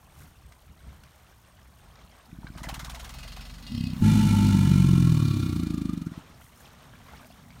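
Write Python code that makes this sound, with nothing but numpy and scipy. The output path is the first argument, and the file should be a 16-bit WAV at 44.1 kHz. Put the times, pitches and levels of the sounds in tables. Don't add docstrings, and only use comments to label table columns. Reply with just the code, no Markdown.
import sys
import numpy as np
from scipy import signal
from scipy.fft import rfft, irfft
from scipy.io import wavfile
from scipy.ndimage import uniform_filter1d

SR = 44100
rng = np.random.default_rng(int(sys.argv[2]) if len(sys.argv) > 2 else 0)


def inscribe(sig):
    pcm = np.round(np.clip(np.atleast_2d(sig).T, -1, 1) * 32767)
    wavfile.write(sys.argv[1], SR, pcm.astype(np.int16))


N = 335160
TIME = np.arange(N) / SR


# (time [s], rate [Hz])
BELLOW_RATE = [(4.015, 52.54), (4.2, 52.5), (4.4, 50.66), (4.6, 48.1), (4.8, 46.21), (5.0, 43.55),
               (5.15, 39.28), (5.3, 34.82), (5.45, 31.26), (5.6, 28.24), (5.85, 26.15), (6.04, 22.68)]
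BELLOW_ENV = (4.005, 0.018, 5.96, 0.27)
RASP_ATTACK_S, RASP_RELEASE_S = 0.06, 0.82
PRESSURE_CURVE = 1.7
PULSE_DB, PULSE_FALL_DB = -27.5, 3.5
FLUTTER_DB, FLUTTER_FALL_DB = -21.5, 16
RASP_DB, RASP_FALL_DB = -35.5, 21
AIR_DB, AIR_FALL_DB = -41, 19.5
LEAK_DB, LEAK_FALL_DB = -2, 16
FLUTTER_END_S, FLUTTER_RELEASE_S = 5.56, 0.45
ONSET_DB, ONSET_S = 9.5, 0.028
SCATTER_FIRST_DB, SCATTER_LATE_DB = 1.5, 0.8
ALTERNATE_DB, ALTERNATE_HZ, ALTERNATE_WIDTH_HZ = 5, 44.5, 5
OPENING_SHARE, OPENING_DB = 0.1, -6
# (start [s], attack [s], end [s], release [s], level [dB])
DRONE_HARMONICS = [(3.4, .02, 5.1, .33, -37.5), (4.015, .025, 4.59, 1.0, -26),
                   (4.34, 0.42, 5.13, 0.61, -23), (4.015, 0.018, 5.25, 0.27, -23.5)]
# (frequency [Hz], level [dB])
THROAT = [(25, -30), (45, -5.5), (70, -7.5), (100, -1.5), (170, 5.5), (230, -2), (300, -2), (340, -7.5),
          (380, -17), (415, -32.5), (480, -54), (800, -62.5)]
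# (frequency [Hz], level [dB])
TIGHT_THROAT = [(20, -24), (40, -7), (60, -2.5), (100, -1.5), (200, -3), (245, 2.5), (290, -17), (350, -27),
                (410, -46), (800, -51.5)]
# (frequency [Hz], level [dB])
AIR = [(300, 0), (500, 7), (700, 3), (1800, -1.5), (3000, 2.5), (4200, 1.5), (6000, 0), (9000, -1),
       (12000, -4.5), (15500, -14)]
# (centre [Hz], width [Hz], level [dB])
SNOUT_MODES = [(1364, 59, 2.5), (1688, 71, -8.5), (1960, 33, -6.5), (2195, 11, 1), (2400, 50, -1.5),
               (2837, 85, -7), (3006, 42, -4), (3547, 28, -2.5), (4140, 420, -10.5)]
# (first centre [Hz], last centre [Hz], width [Hz], first level [dB], last level [dB])
GLIDING_MODES = [(868, 955, 26, 7.5, -4), (928, 1240, 35, -7.5, 12.5)]
# (centre [Hz], width [Hz], level [dB])
SPIT_MODES = [(1162, 120, 1), (1375, 58, -2), (2420, 34, 4), (3620, 150, -0.5), (4290, 620, -3)]
SPIT_ENV, SPIT_DB = (4.91, 0.49, 5.294, 0.72), -44.5

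# (time [s], peak level [dB])
THUMPS = [(6.07, -19.5), (6.12, -28.5), (6.179, -27.5), (6.302, -43)]
THUMP_PUFF_DB = -32.5

# (time [s], rate [Hz])
GROWL_RATE = [(3.707, 34.75), (3.78, 33.52), (3.86, 31.89), (4.01, 31.23)]
GROWL_ENV = (3.646, 0.15, 3.98, 0.027)
GROWL_DB, GROWL_SAG_DB_PER_S, GROWL_FLUTTER_DB = -28.5, 41, -40.5

# (centre [Hz], width [Hz], level [dB])
NOSE_MODES = [(1130, 160, -14), (1415, 110, -26), (2000, 39, -0.5), (2558, 7.5, 10), (2830, 21, 6.5),
              (3150, 18, 4.5), (3390, 32, -1), (3740, 65, -2), (4130, 30, 2.5), (4310, 61, 2),
              (4720, 94, 0.5), (5330, 21, -1)]
# (start [s], attack [s], end [s], release [s], level [dB])
SQUEEZES = [(3.03, 0.14, 3.48, 0.29, -59.5), (3.62, 0.15, 3.87, 0.18, -47)]

# (time [s], rate [Hz])
TREMOR_RATE = [(2.302, 17.33), (2.55, 17.3), (2.8, 19.25), (3.05, 20.7), (3.25, 22.37), (3.5, 22.88),
               (3.9, 25.84)]
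# (frequency [Hz], level [dB])
FLANKS = [(18, -29), (33, -5), (45, 6.5), (62, 5), (82, -19.5), (135, -5.5), (200, -43), (400, -62)]
SHUDDER_ENV, KNOCK_ENV = (2.14, 0.69, 3.78, 0.17), (2.28, 0.03, 2.85, 0.09)
SHUDDER_DB, SHUDDER_SAG_DB_PER_S, KNOCK_DB = -40, 4.5, -49

DANCE_ENV = (2.521, 0.18, 3.76, 0.21)
DANCE_PLOPS_DB, PLOPS_SAG_DB_PER_S = -43.5, 31
DROPS_DB, MIST_DB, SPRAY_SAG_DB_PER_S = -47.5, -44.5, 18.5
# (frequency [Hz], level [dB])
SPRAY = [(290, -46), (500, -19), (657, -10), (997, -8), (1200, -3.5), (2540, -13.5), (3150, -8.5),
         (7670, -15.5), (8720, -16), (15500, -21)]
# (frequency [Hz], level [dB])
CHURNING = [(25, -48), (70, -20), (130, 1), (180, -3.5), (230, -2.5), (275, -5.5), (320, -37), (450, -38)]
# (start [s], attack [s], end [s], release [s], level [dB])
CHURNS = [(2.25, 0.068, 3.18, .2, -55), (3.1, 0.54, 5.6, .1, -49.5), (3.9, .12, 5.42, 0.89, -41),
          (6.4, 1, 8.04, .1, -54)]

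# (time [s], peak level of the main bubble [dB], frequency [Hz])
PLOPS = [(0.522, -49, 1190), (1.995, -55, 610), (2.432, -43.5, 920), (2.469, -36.5, 1560),
         (2.552, -44.5, 680), (3.251, -45, 660), (3.371, -39.5, 750), (6.137, -47.5, 1900),
         (6.209, -47, 1340), (6.413, -44.5, 1410), (6.645, -49, 834), (6.936, -43.5, 1610),
         (7.085, -43, 1120), (7.135, -42, 860), (7.197, -47, 1200), (7.231, -45.5, 1550),
         (7.303, -43.5, 694), (7.505, -46, 2200)]
# (time [s], peak level [dB])
TICKS = [(0.523, -37), (1.036, -35.5), (2.896, -41), (3.368, -32), (7.087, -41)]
TICK_T60_S = 0.028

BREEZE_DB, LAP_DB, LEAVES_DB = -56.5, -64, -68
STIR_S, STIR_RISE_S, STIR_DB = 1.75, 0.14, 3.5
RIPPLES_DB = -2
WASH_WANDER_DB = 2.5
# (frequency [Hz], level [dB])
POND = [(210, -15), (350, 0), (837, -0.5), (997, 0), (1150, 1.5), (2670, -8), (3070, -5.5), (5030, -13),
        (9480, -20), (10400, -44), (12800, -22), (15500, -47)]
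# (time [s], length [s], level [dB])
WAVELETS = [(0.226, 0.073, -60), (0.958, 0.24, -64.5), (2.008, 0.051, -64), (4.006, 0.18, -53.5),
            (6.67, 0.099, -59), (7.174, 0.15, -56)]
# (frequency [Hz], level [dB])
BREEZE = [(12, -36), (22, -19), (41, -3), (65, 3.5), (103, -3), (136, -3), (282, -17.5), (308, -19.5),
          (338, -23.5), (450, -29), (580, -32), (990, -120)]
# (time [s], length [s], level [dB])
GUSTS = [(.23, 0.1, -51), (0.477, 0.07, -50.5), (0.704, 0.026, -53), (0.867, 0.083, -47.5),
         (1.053, 0.078, -60), (1.655, 0.065, -52), (2.05, 0.018, -54)]
# (frequency [Hz], level [dB])
LEAVES = [(1500, -12), (4000, -0.5), (9000, 5), (11000, 4), (13000, 7), (15500, 1.5)]
# (time [s], length [s], level [dB])
RUSTLES = [(0.215, 0.091, -59), (6.452, 0.078, -60), (6.61, 0.16, -62), (7.189, 0.31, -66)]
# (centre [Hz], width [Hz], mean chirp rate [1/s], level [dB])
INSECTS = [(9200, 350, 4.5, -85.5), (8450, 290, 3, -80.5)]

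# (frequency [Hz], level [dB])
MICROPHONE = [(4400, 0.5), (4900, -1), (5400, 2), (6800, 2.5), (7500, -0.5), (8400, 0.5), (9600, 1.5),
              (10500, -3), (11800, -0.5)]
TOP_HZ = 15750


def bellow():
    hz, = curves(BELLOW_RATE)
    spent = air_spent()
    slack = spent ** PRESSURE_CURVE
    scatter_db = np.interp(spent, [0, 0.5], [SCATTER_FIRST_DB, SCATTER_LATE_DB])
    alternate_db = ALTERNATE_DB * np.exp(-((hz - ALTERNATE_HZ) / ALTERNATE_WIDTH_HZ) ** 2)
    pulses, turns = beats(BELLOW_RATE, scatter_db, alternate_db)

    onset_db = ONSET_DB * np.exp(-np.maximum(TIME - BELLOW_RATE[0][0], 0) / ONSET_S)
    strength = envelope(*BELLOW_ENV) * undb(PULSE_DB + onset_db - PULSE_FALL_DB * slack)
    voice = body((pulses + openings(pulses, hz)) * strength, THROAT, lean=1.26)

    flutter_gain = envelope(*BELLOW_ENV[:2], FLUTTER_END_S, FLUTTER_RELEASE_S)
    chaos = flutter() * flutter_gain * undb(FLUTTER_DB - FLUTTER_FALL_DB * spent)
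    return voice + chaos + drone(turns) * during(BELLOW_RATE) + airflow(pulses, slack)


def air_spent():
    return np.interp(TIME, [BELLOW_RATE[0][0], BELLOW_RATE[-1][0]], [0, 1])


def openings(pulses, hz):
    at = np.flatnonzero(pulses)
    early = np.zeros(N)
    early[at - (OPENING_SHARE * SR / hz[at]).astype(int)] = pulses[at] * undb(OPENING_DB)
    return early


def flutter():
    chaos = signal.hilbert(colour(noise(), TIGHT_THROAT))
    even = np.cos(np.angle(chaos))
    return unit(colour(even, THROAT))


def drone(turns):
    hum = np.zeros(N)
    for k, (*shape, db) in enumerate(DRONE_HARMONICS, 1):
        gain = envelope(*shape) * undb(db + 0.6 * walk(22))
        hum -= gain * np.cos(2 * np.pi * k * turns + 0.4)
    return np.sqrt(2) * hum


def airflow(pulses, slack):
    start, _, end, _ = BELLOW_ENV
    span = during(BELLOW_RATE)
    gate = puffs(pulses, 0.021, LEAK_DB - LEAK_FALL_DB * slack) * span
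    air = unit(colour(noise(), AIR)) * gate * undb(AIR_DB - AIR_FALL_DB * slack)
    ringing = rasp() * (0.47 * gate + 0.4 * span) * undb(RASP_DB - RASP_FALL_DB * slack)

    spit = unit(sum(undb(db) * resonance(hz, width) for hz, width, db in SPIT_MODES))
    spit_gain = puffs(pulses, 0.033, -9) * span * envelope(*SPIT_ENV) * undb(SPIT_DB)
    return (air + ringing) * envelope(start, RASP_ATTACK_S, end, RASP_RELEASE_S) + spit * spit_gain


def rasp():
    spent = air_spent()
    modes = list(SNOUT_MODES)
    for first_hz, last_hz, width, first_db, last_db in GLIDING_MODES:
        hz = first_hz + (last_hz - first_hz) * spent
        db = first_db + (last_db - first_db) * spent
        modes.append((hz, width, db))
    flicker_db = 1.3
    return unit(sum(undb(db + flicker_db * walk(30)) * resonance(hz, width) for hz, width, db in modes))


def thumps():
    pulses = np.zeros(N)
    for s, db in THUMPS:
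        pulses[int(s * SR)] = undb(db)
    sound = body(pulses, THROAT, lean=2.1)
    air = unit(resonance(1368, 150)) + 0.64 * unit(colour(noise(), AIR))
    gate = signal.fftconvolve(pulses, np.hanning(int(0.035 * SR)), "same")
    puff = air * gate * undb(THUMP_PUFF_DB)
    return sound * pulses.max() / abs(sound).max() + puff


def growl(pulses):
    effort = envelope(*GROWL_ENV, GROWL_SAG_DB_PER_S) * undb(GROWL_DB)
    light_flutter = flutter() * during(GROWL_RATE) * undb(GROWL_FLUTTER_DB)
    return body(pulses * effort, TIGHT_THROAT, lean=0.22) + light_flutter


def nostrils(turns, growl_pulses):
    hiss = unit(sum(undb(db + 1.3 * walk(10)) * resonance(hz, width) for hz, width, db in NOSE_MODES))
    squeeze = 0.29 + 3.6 * np.exp(-((turns - 0.22) % 1) / 0.6)
    gate = np.where(TIME < GROWL_RATE[0][0], squeeze, puffs(growl_pulses, 0.013, -6.5))
    air = undb(-10.5) * unit(colour(noise(), AIR))
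    return (hiss + air) * gate * pushes(SQUEEZES)


def shudder(pulses):
    flank_gain = envelope(*SHUDDER_ENV, SHUDDER_SAG_DB_PER_S) * undb(SHUDDER_DB)
    knock_gain = envelope(*KNOCK_ENV) * undb(KNOCK_DB)
    return body(pulses, FLANKS, lean=0.83) * flank_gain + body(pulses, THROAT, lean=0.22) * knock_gain


def water_dance(turns):
    span = during(TREMOR_RATE)
    age = (turns - 0.22) % 1
    spurt = (1 - np.exp(-age / 0.035)) * np.exp(-age / 0.26)
    evenness = np.interp(TIME, [2.7, 3.4], [0.04, 0.2])
    gate = unit(spurt + evenness) * span
    gate = gate / np.sqrt(np.mean(gate[gate > 0] ** 2))

    bubbling = patter(gate + 0.6 * span, 626, 2220, 29, 7.0, count=1100) * undb(DANCE_PLOPS_DB)
    drops = patter(gate ** 2, 1960, 14400, 25, 4.8, count=2000) * undb(DROPS_DB)
    mist = unit(colour(noise(), SPRAY)) * gate * undb(MIST_DB)
    churn = unit(colour(noise(), CHURNING)) * pushes(CHURNS)
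    leaping = (drops + mist) * envelope(*DANCE_ENV, SPRAY_SAG_DB_PER_S)
    return bubbling * envelope(*DANCE_ENV, PLOPS_SAG_DB_PER_S) + leaping + churn


def plops():
    s, db, hz = np.transpose(PLOPS)
    delay, pitch, size = rng.random((len(s), 3, 9)).transpose(1, 0, 2)
    times = s[:, None] + 0.03 * delay ** 2
    sizes = undb(db - 5)[:, None] * size
    small = bubbles(times.ravel(), sizes.ravel(), (900 * 6 ** pitch).ravel(), 26)
    return bubbles(s, undb(db), hz, 24) + small


def ticks():
    bursts = sum(undb(db - 60 * np.maximum(TIME - s, 0) / TICK_T60_S) * (TIME >= s) for s, db in TICKS)
    spray = colour(noise(), SPRAY)
    return bursts * spray / abs(spray).max()


def bank(x, t60=0.1, wet_db=-13):
    age = TIME[:SR // 2]
    tail = rng.standard_normal(len(age)) * undb(-60 * age / t60) * (age > 0.008)
    return x + undb(wet_db) * signal.fftconvolve(x, tail / np.linalg.norm(tail))[:N]


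def pond():
    breeze = unit(colour(noise(), BREEZE) * undb(2.0 * walk(14))) * swells(BREEZE_DB, GUSTS)
    wash = unit(colour(noise(), POND) * undb(WASH_WANDER_DB * walk(13)))
    ripples = patter(np.ones(N), 578, 5620, 24, 2.4, count=2400) * undb(RIPPLES_DB)
    stirred = np.clip((TIME - STIR_S) / STIR_RISE_S, 0, 1)
    lapping = swells(LAP_DB + STIR_DB * stirred, WAVELETS)
    leaves = unit(colour(noise() * undb(3.1 * walk(200)), LEAVES)) * swells(LEAVES_DB, RUSTLES)
    return breeze + (wash + ripples) * lapping + leaves


def insects():
    chorus = np.zeros(N)
    for hz, width, rate, db in INSECTS:
        chirp = np.sin(np.pi * rate * TIME + 0.5 * walk(1.8)) ** 4
        chorus += unit(resonance(hz, width) * chirp) * undb(db)
    return chorus


def beats(table, scatter_db, alternate_db=0):
    hz, = curves(table)
    turns = np.cumsum(hz * (TIME > table[0][0])) / SR - 0.5
    new_cycle = np.diff(np.floor(turns)) > 0
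    at = np.flatnonzero(new_cycle & (TIME[1:] < table[-1][0]))
    chance_db = (scatter_db + 0 * TIME)[at] * rng.standard_normal(len(at))
    strong_weak_db = (alternate_db + 0 * TIME)[at] * (-1) ** np.arange(len(at))
    pulses = np.zeros(N)
    pulses[at] = undb(chance_db - strong_weak_db) * np.sqrt(SR / hz[at])
    return pulses, turns


def body(pulses, points, lean=0.7):
    click = np.zeros(N)
    click[N // 2] = 1
    gain = np.sqrt(np.sum(colour(click, points) ** 2))
    return -(signal.hilbert(colour(pulses, points)) * np.exp(1j * lean)).real / gain


def puffs(pulses, length, leak_db):
    window = np.hanning(int(length * SR))
    gate = signal.fftconvolve(1.0 * (pulses > 0), window, "same") + undb(leak_db)
    return gate / np.sqrt(uniform_filter1d(gate ** 2, size=6000))


def resonance(hz, width):
    swell = noise() + 1j * noise()
    for cutoff in (width / 2, width * 2):
        swell = signal.sosfilt(signal.butter(1, cutoff, fs=SR, output="sos"), swell)
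    return (swell * np.exp(2j * np.pi * np.cumsum(hz + 0 * TIME) / SR)).real


def bubbles(times, sizes, hz, cycles, glide=0.024, size=900):
    age = np.arange(size) / SR
    life = age * (hz / cycles)[:, None]
    phase = 2 * np.pi * hz[:, None] * age * (1 + glide * np.minimum(life, 2) / 2)
    rings = np.sin(phase) * np.exp(-np.pi * life)
    faded = sizes[:, None] * rings * (1 - age / age[-1])
    at = (times * SR).astype(int)[:, None] + np.arange(size)
    return np.bincount(at.ravel(), faded.ravel(), N)[:N]


def patter(likelihood, low_hz, high_hz, cycles, spread_db, count):
    when, pitch, size, ring = rng.random((count, 4)).T
    times = np.interp(when, np.cumsum(likelihood) / np.sum(likelihood), TIME)
    hz = low_hz * (min(high_hz, SR / 3) / low_hz) ** pitch
    sizes = undb(-spread_db * np.log(0.039 + size))
    return unit(bubbles(times, sizes, hz, cycles * (0.5 + ring))) * np.sqrt(np.mean(likelihood > 0))


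def envelope(start, attack, end, release, sag_db_per_s=0):
    age = TIME - start
    fall_db = sag_db_per_s * np.maximum(age - attack, 0) + 20 * np.maximum(TIME - end, 0) / release
    return np.clip(age / attack, 0, 1) * undb(-fall_db)


def pushes(table):
    return sum(envelope(*shape) * undb(db) for *shape, db in table)


def swells(steady_db, table):
    power = undb(steady_db) ** 2
    for s, length, db in table:
        power = power + undb(db) ** 2 * np.exp(-(2 * (TIME - s) / length) ** 2)
    return np.sqrt(power)


def during(table, fade=0.022):
    start, end = table[0][0], table[-1][0]
    return np.interp(TIME, [start - fade, start, end, end + fade], [0, 1, 1, 0])


def curves(table):
    s, *columns = np.transpose(table)
    return [np.interp(TIME, s, c) for c in columns]


def colour(x, points):
    hz, db = np.transpose(points)
    f = np.maximum(np.arange(N // 2 + 1) * SR / N, 1)
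    return irfft(rfft(x) * undb(np.interp(np.log(f), np.log(hz), db)), N)


def noise():
    return rng.standard_normal(N)


def walk(rate):
    knots = rng.standard_normal(2048)
    return np.interp(TIME * rate, np.arange(len(knots)), knots)


def undb(db):
    return 10 ** (np.asarray(db) / 20)


def unit(x):
    return x / np.sqrt(np.mean(x ** 2) + 1e-20)


def scene():
    tremor, turns = beats(TREMOR_RATE, 1.9)
    growl_pulses, _ = beats(GROWL_RATE, 0.93)
    call = bellow() + thumps() + growl(growl_pulses) + nostrils(turns, growl_pulses) + shudder(tremor)
    water = water_dance(turns) + plops() + ticks()
    return (bank(call + water) + pond() + insects())[None]


def record(dry):
    sound = colour(dry[0], MICROPHONE)
    return signal.sosfilt(signal.ellip(10, 0.2, 80, TOP_HZ, fs=SR, output="sos"), sound)[None]


dry = scene()
out = record(dry)
inscribe(out)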